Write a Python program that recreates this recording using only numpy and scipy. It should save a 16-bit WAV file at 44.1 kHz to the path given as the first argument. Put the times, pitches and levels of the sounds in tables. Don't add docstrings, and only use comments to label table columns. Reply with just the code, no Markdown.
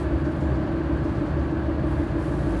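import sys
import numpy as np
from scipy import signal
from scipy.fft import rfft, irfft
from scipy.io import wavfile

SR = 44100
rng = np.random.default_rng(int(sys.argv[2]) if len(sys.argv) > 2 else 0)


def store_wav(level_fs):
    pcm = np.round(np.clip(np.atleast_2d(level_fs), -1, 1) * 32767)
    wavfile.write(sys.argv[1], SR, pcm.T.astype(np.int16))


N = 114660
T = np.arange(N) / SR
BINS_HZ = np.arange(N // 2 + 1) * SR / N


def from_db(db):
    return 10 ** (np.asarray(db) / 20)


def rms_one(x):
    return x / np.sqrt(np.mean(x ** 2) + 1e-20)


def level(rows):
    return from_db(np.interp(T, *np.transpose(rows)))


def noise(spectrum, size):
    hz, db = np.transpose(spectrum)
    f = np.maximum(np.arange(size // 2 + 1) * SR / size, 1)
    gain = from_db(np.interp(np.log(f), np.log(hz), db)) * (f > 1)
    return rms_one(irfft(rfft(rng.standard_normal(size)) * gain, size))


def drift(rate_hz):
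    lowpass = 1 / (1 + (BINS_HZ / rate_hz) ** 2) ** 2
    return rms_one(irfft(rfft(rng.standard_normal(N)) * lowpass, N))


def whine(hz, width_hz):
    pitch_hz = hz + width_hz * drift(2 * width_hz)
    phase = 2 * np.pi * np.cumsum(pitch_hz) / SR
    strength = from_db(2 * drift(2 * width_hz))
    return rms_one(np.sin(phase) * strength)


def swell(start_s, swell_s):
    age = np.maximum(T - start_s, 0) / swell_s
    return age * np.exp(1 - age)


CYCLE_S, KNOCK_SPREAD_DB = .1573, 1


def ring(blows, hz, swell_s):
    clicks = np.zeros(N + SR)
    for start_s, db in blows:
        times_s = np.arange(start_s % CYCLE_S, (N + SR) / SR + CYCLE_S, CYCLE_S)
        at = (times_s * SR).astype(int)
        at = at[at < N + SR]
        clicks[at] += from_db(db + KNOCK_SPREAD_DB * rng.standard_normal(len(at)))
    mode = swell(0, swell_s) * np.sin(2 * np.pi * hz * T)
    run_in = int(2 * CYCLE_S * SR)
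    return signal.fftconvolve(clicks, mode)[run_in:run_in + N]


# time in seconds (wraps at the cycle), relative level in dB.
PUMP_KNOCKS = [(.108, 2.5), (.1284, -2.6), (.1474, -8.5), (.1709, -4.7), (.2078, -5)]
# frequency in Hz, relative level in dB, swell time in seconds.
HOUSING_MODES = [(242.6, -18.5, 0.018), (302.8, -0.5, 0.0069), (323.86, -6.5, 0.023), (569, -18.5, 0.022),
                 (612.5, -19, 0.015), (649, -17.5, 0.0044)]
# time in seconds (wraps at the cycle), mean level in dB.
PUMP_THUMPS = [(.172, -33), (.231, -24)]
# frequency in Hz, relative density in dB per Hz.
RATTLE_SPECTRUM = [(40, -19.5), (75, -13), (105, -1.5), (140, 3), (200, -10), (260, -5.5), (350, -9.5),
                   (440, -10.5), (620, -12), (760, -20), (1300, -22.5), (1650, -18.5), (2000, -40),
                   (4000, -65)]
KNOCK_DB, RATTLE_DB = -22, -36.5
THUMP_HZ, THUMP_SWELL_S = 135.4, .0058


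def pump():
    knocks = np.zeros(N)
    for hz, db, swell_s in HOUSING_MODES:
        knocks += from_db(KNOCK_DB + db) * ring(PUMP_KNOCKS, hz, swell_s)
    thumps = ring(PUMP_THUMPS, THUMP_HZ, THUMP_SWELL_S)
    one_rattle = noise(RATTLE_SPECTRUM, size=round(CYCLE_S * SR))
    rattle = from_db(RATTLE_DB) * np.resize(one_rattle, N)
    return knocks + thumps + rattle


# time in seconds, relative level in dB.
RUSTLE_LEVEL = [(0.01, -57.5), (0.04, -63), (0.09, -71.5), (0.42, -66.5), (0.6, -74), (0.97, -71),
                (1.16, -69), (1.33, -71.5), (1.82, -73.5), (1.89, -67), (1.99, -64), (2.08, -65),
                (2.15, -68.5), (2.22, -61), (2.58, -59)]
# frequency in Hz, relative density in dB per Hz.
RUSTLE_SPECTRUM = [(1500, -12.5), (3500, 4), (6000, -0.5), (8000, -0.5), (11000, -2), (12000, -14)]
RUSTLE_DB, RUSTLE_GRAIN_DB, RUSTLE_GRAIN_HZ = 1.5, 1.5, 120


def glove_rustle():
    grain = from_db(RUSTLE_DB + RUSTLE_GRAIN_DB * drift(RUSTLE_GRAIN_HZ))
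    return level(RUSTLE_LEVEL) * grain * noise(RUSTLE_SPECTRUM, size=N)


# start in seconds, level in dB.
GLOVE_SLIPS = [(.24, -61), (.4, -63), (.54, -64), (.66, -67), (1.035, -63), (1.08, -67), (1.145, -62),
               (1.255, -62.5), (1.385, -64), (1.495, -67), (2.26, -69), (2.495, -64)]
# frequency in Hz, relative density in dB per Hz.
SLIP_SPECTRUM = [(2500, -14), (4500, 9), (6500, 3.5), (8500, -3.5), (11500, -22)]
SLIP_SWELL_S = .014


def glove_slips():
    bursts = sum(from_db(db) * swell(start_s, SLIP_SWELL_S) for start_s, db in GLOVE_SLIPS)
    return bursts * noise(SLIP_SPECTRUM, size=N)


TOUCH_HALF_WIDTH_HZ, TOUCH_SKIRT = 90, 1.1


def steel(hz):
    offset = (BINS_HZ - hz) / TOUCH_HALF_WIDTH_HZ
    gain = (1 + offset ** 2) ** (-TOUCH_SKIRT / 2)
    return rms_one(irfft(rfft(rng.standard_normal(N)) * gain, N))


# start in seconds, ring in Hz, level in dB, swell time in seconds.
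STEEL_TOUCHES = [(0.0, 8250, -62, 0.0093), (.38, 7300, -69.5, .06), (1.84, 8700, -70, 0.035),
                 (1.885, 11100, -71, 0.03)]


def steel_touches():
    rings = np.zeros(N)
    for start_s, hz, db, swell_s in STEEL_TOUCHES:
        rings += from_db(db) * swell(start_s, swell_s) * steel(hz)
    return rings


# time in seconds, level in dB (relative for the lower two).
RUMBLE_LEVEL = [(0.0, -30), (0.11, -35.5), (0.16, -27), (0.2, -35), (0.25, -25), (0.39, -38), (0.46, -27.5),
                (0.57, -27), (0.67, -33.5), (0.87, -36.5), (0.94, -29), (1.02, -39), (1.28, -37),
                (1.34, -31), (1.42, -24), (1.55, -41.5), (1.67, -25.5), (1.77, -35.5), (2.0, -29),
                (2.06, -41), (2.18, -28), (2.24, -41), (2.6, -41)]
DEEP_LEVEL = [(0.0, -52), (0.13, -31), (0.26, -45), (0.98, -32.5), (1.04, -38), (1.4, -30), (1.64, -54),
              (1.8, -35.5), (2.53, -26.5), (2.6, -31)]
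DRONE_LEVEL = [(0.0, -35), (0.18, -46), (0.24, -29.5), (0.42, -40), (0.54, -30), (0.72, -46), (0.85, -34),
               (1.25, -40.5), (1.34, -33), (1.46, -56), (1.53, -32.5), (1.7, -40), (1.82, -35), (2.3, -42),
               (2.43, -31.5), (2.5, -44.5), (2.6, -36)]
RUMBLE_HZ, RUMBLE_WANDER_HZ, RUMBLE_DB = 71.3, 2.35, 1.5
DEEP_HZ, DEEP_DB = 55.8, -2
DRONE_HZ, DRONE_WANDER_HZ = 138.85, 7.2


def rumbles():
    rumble = from_db(RUMBLE_DB) * level(RUMBLE_LEVEL) * whine(RUMBLE_HZ, RUMBLE_WANDER_HZ)
    deep = from_db(DEEP_DB) * level(DEEP_LEVEL) * whine(DEEP_HZ, RUMBLE_WANDER_HZ)
    drone = level(DRONE_LEVEL) * whine(DRONE_HZ, DRONE_WANDER_HZ)
    return rumble + deep + drone


# frequency in Hz, relative density in dB per Hz.
FAN_SPECTRUM = [(20, -19.5), (36, -16.5), (52, -5), (80, 1), (100, -1), (145, -2), (185, -2.5), (215, -4.5),
                (260, -7.5), (305, -3), (360, -3.5), (440, -15.5), (550, -11.5), (630, -10), (740, -18),
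                (1100, -18), (1400, -23), (1680, -22.5), (1950, -28.5), (3000, -35.5), (4000, -41.5),
                (4600, -41), (5000, -49), (8000, -57), (11500, -67)]
FANS_DB, FANS_FLUTTER_DB, FANS_FLUTTER_HZ = -29, .5, 28


def fan_air():
    flutter = from_db(FANS_DB + FANS_FLUTTER_DB * drift(FANS_FLUTTER_HZ))
    return flutter * noise(FAN_SPECTRUM, size=N)


# frequency in Hz, rms level in dB, pitch spread in Hz.
MOTOR_HUMS = [(571, -51.5, 2.94), (611.5, -51, 4), (780, -55, 5), (879.4, -56, 2.5), (1004, -58.5, 4),
              (1097, -56, 2.5), (1152, -55.5, 8), (1323, -59, 4), (1540, -54.5, 7.2), (1639, -58, 8.3),
              (1702, -58.5, 8.8), (1902, -65, 8.6), (4140, -75.5, 3)]
HUM_SWELL_DB, HUM_SWELL_HZ = 2.5, 7.6


def motor_hums():
    tones = np.zeros(N)
    for hz, db, width_hz in MOTOR_HUMS:
        swelling = from_db(HUM_SWELL_DB * drift(HUM_SWELL_HZ))
        tones += from_db(db) * rms_one(swelling * whine(hz, width_hz))
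    return tones


def scene():
    hands = glove_rustle() + glove_slips() + steel_touches()
    background = rumbles() + fan_air() + motor_hums()
    return (pump() + hands + background)[None]


CUTOFF_HZ = 11600


def record(dry):
    lowpass = signal.ellip(10, .1, 80, CUTOFF_HZ, fs=SR, output="sos")
    return signal.sosfilt(lowpass, dry)


dry = scene()
out = record(dry)
store_wav(out)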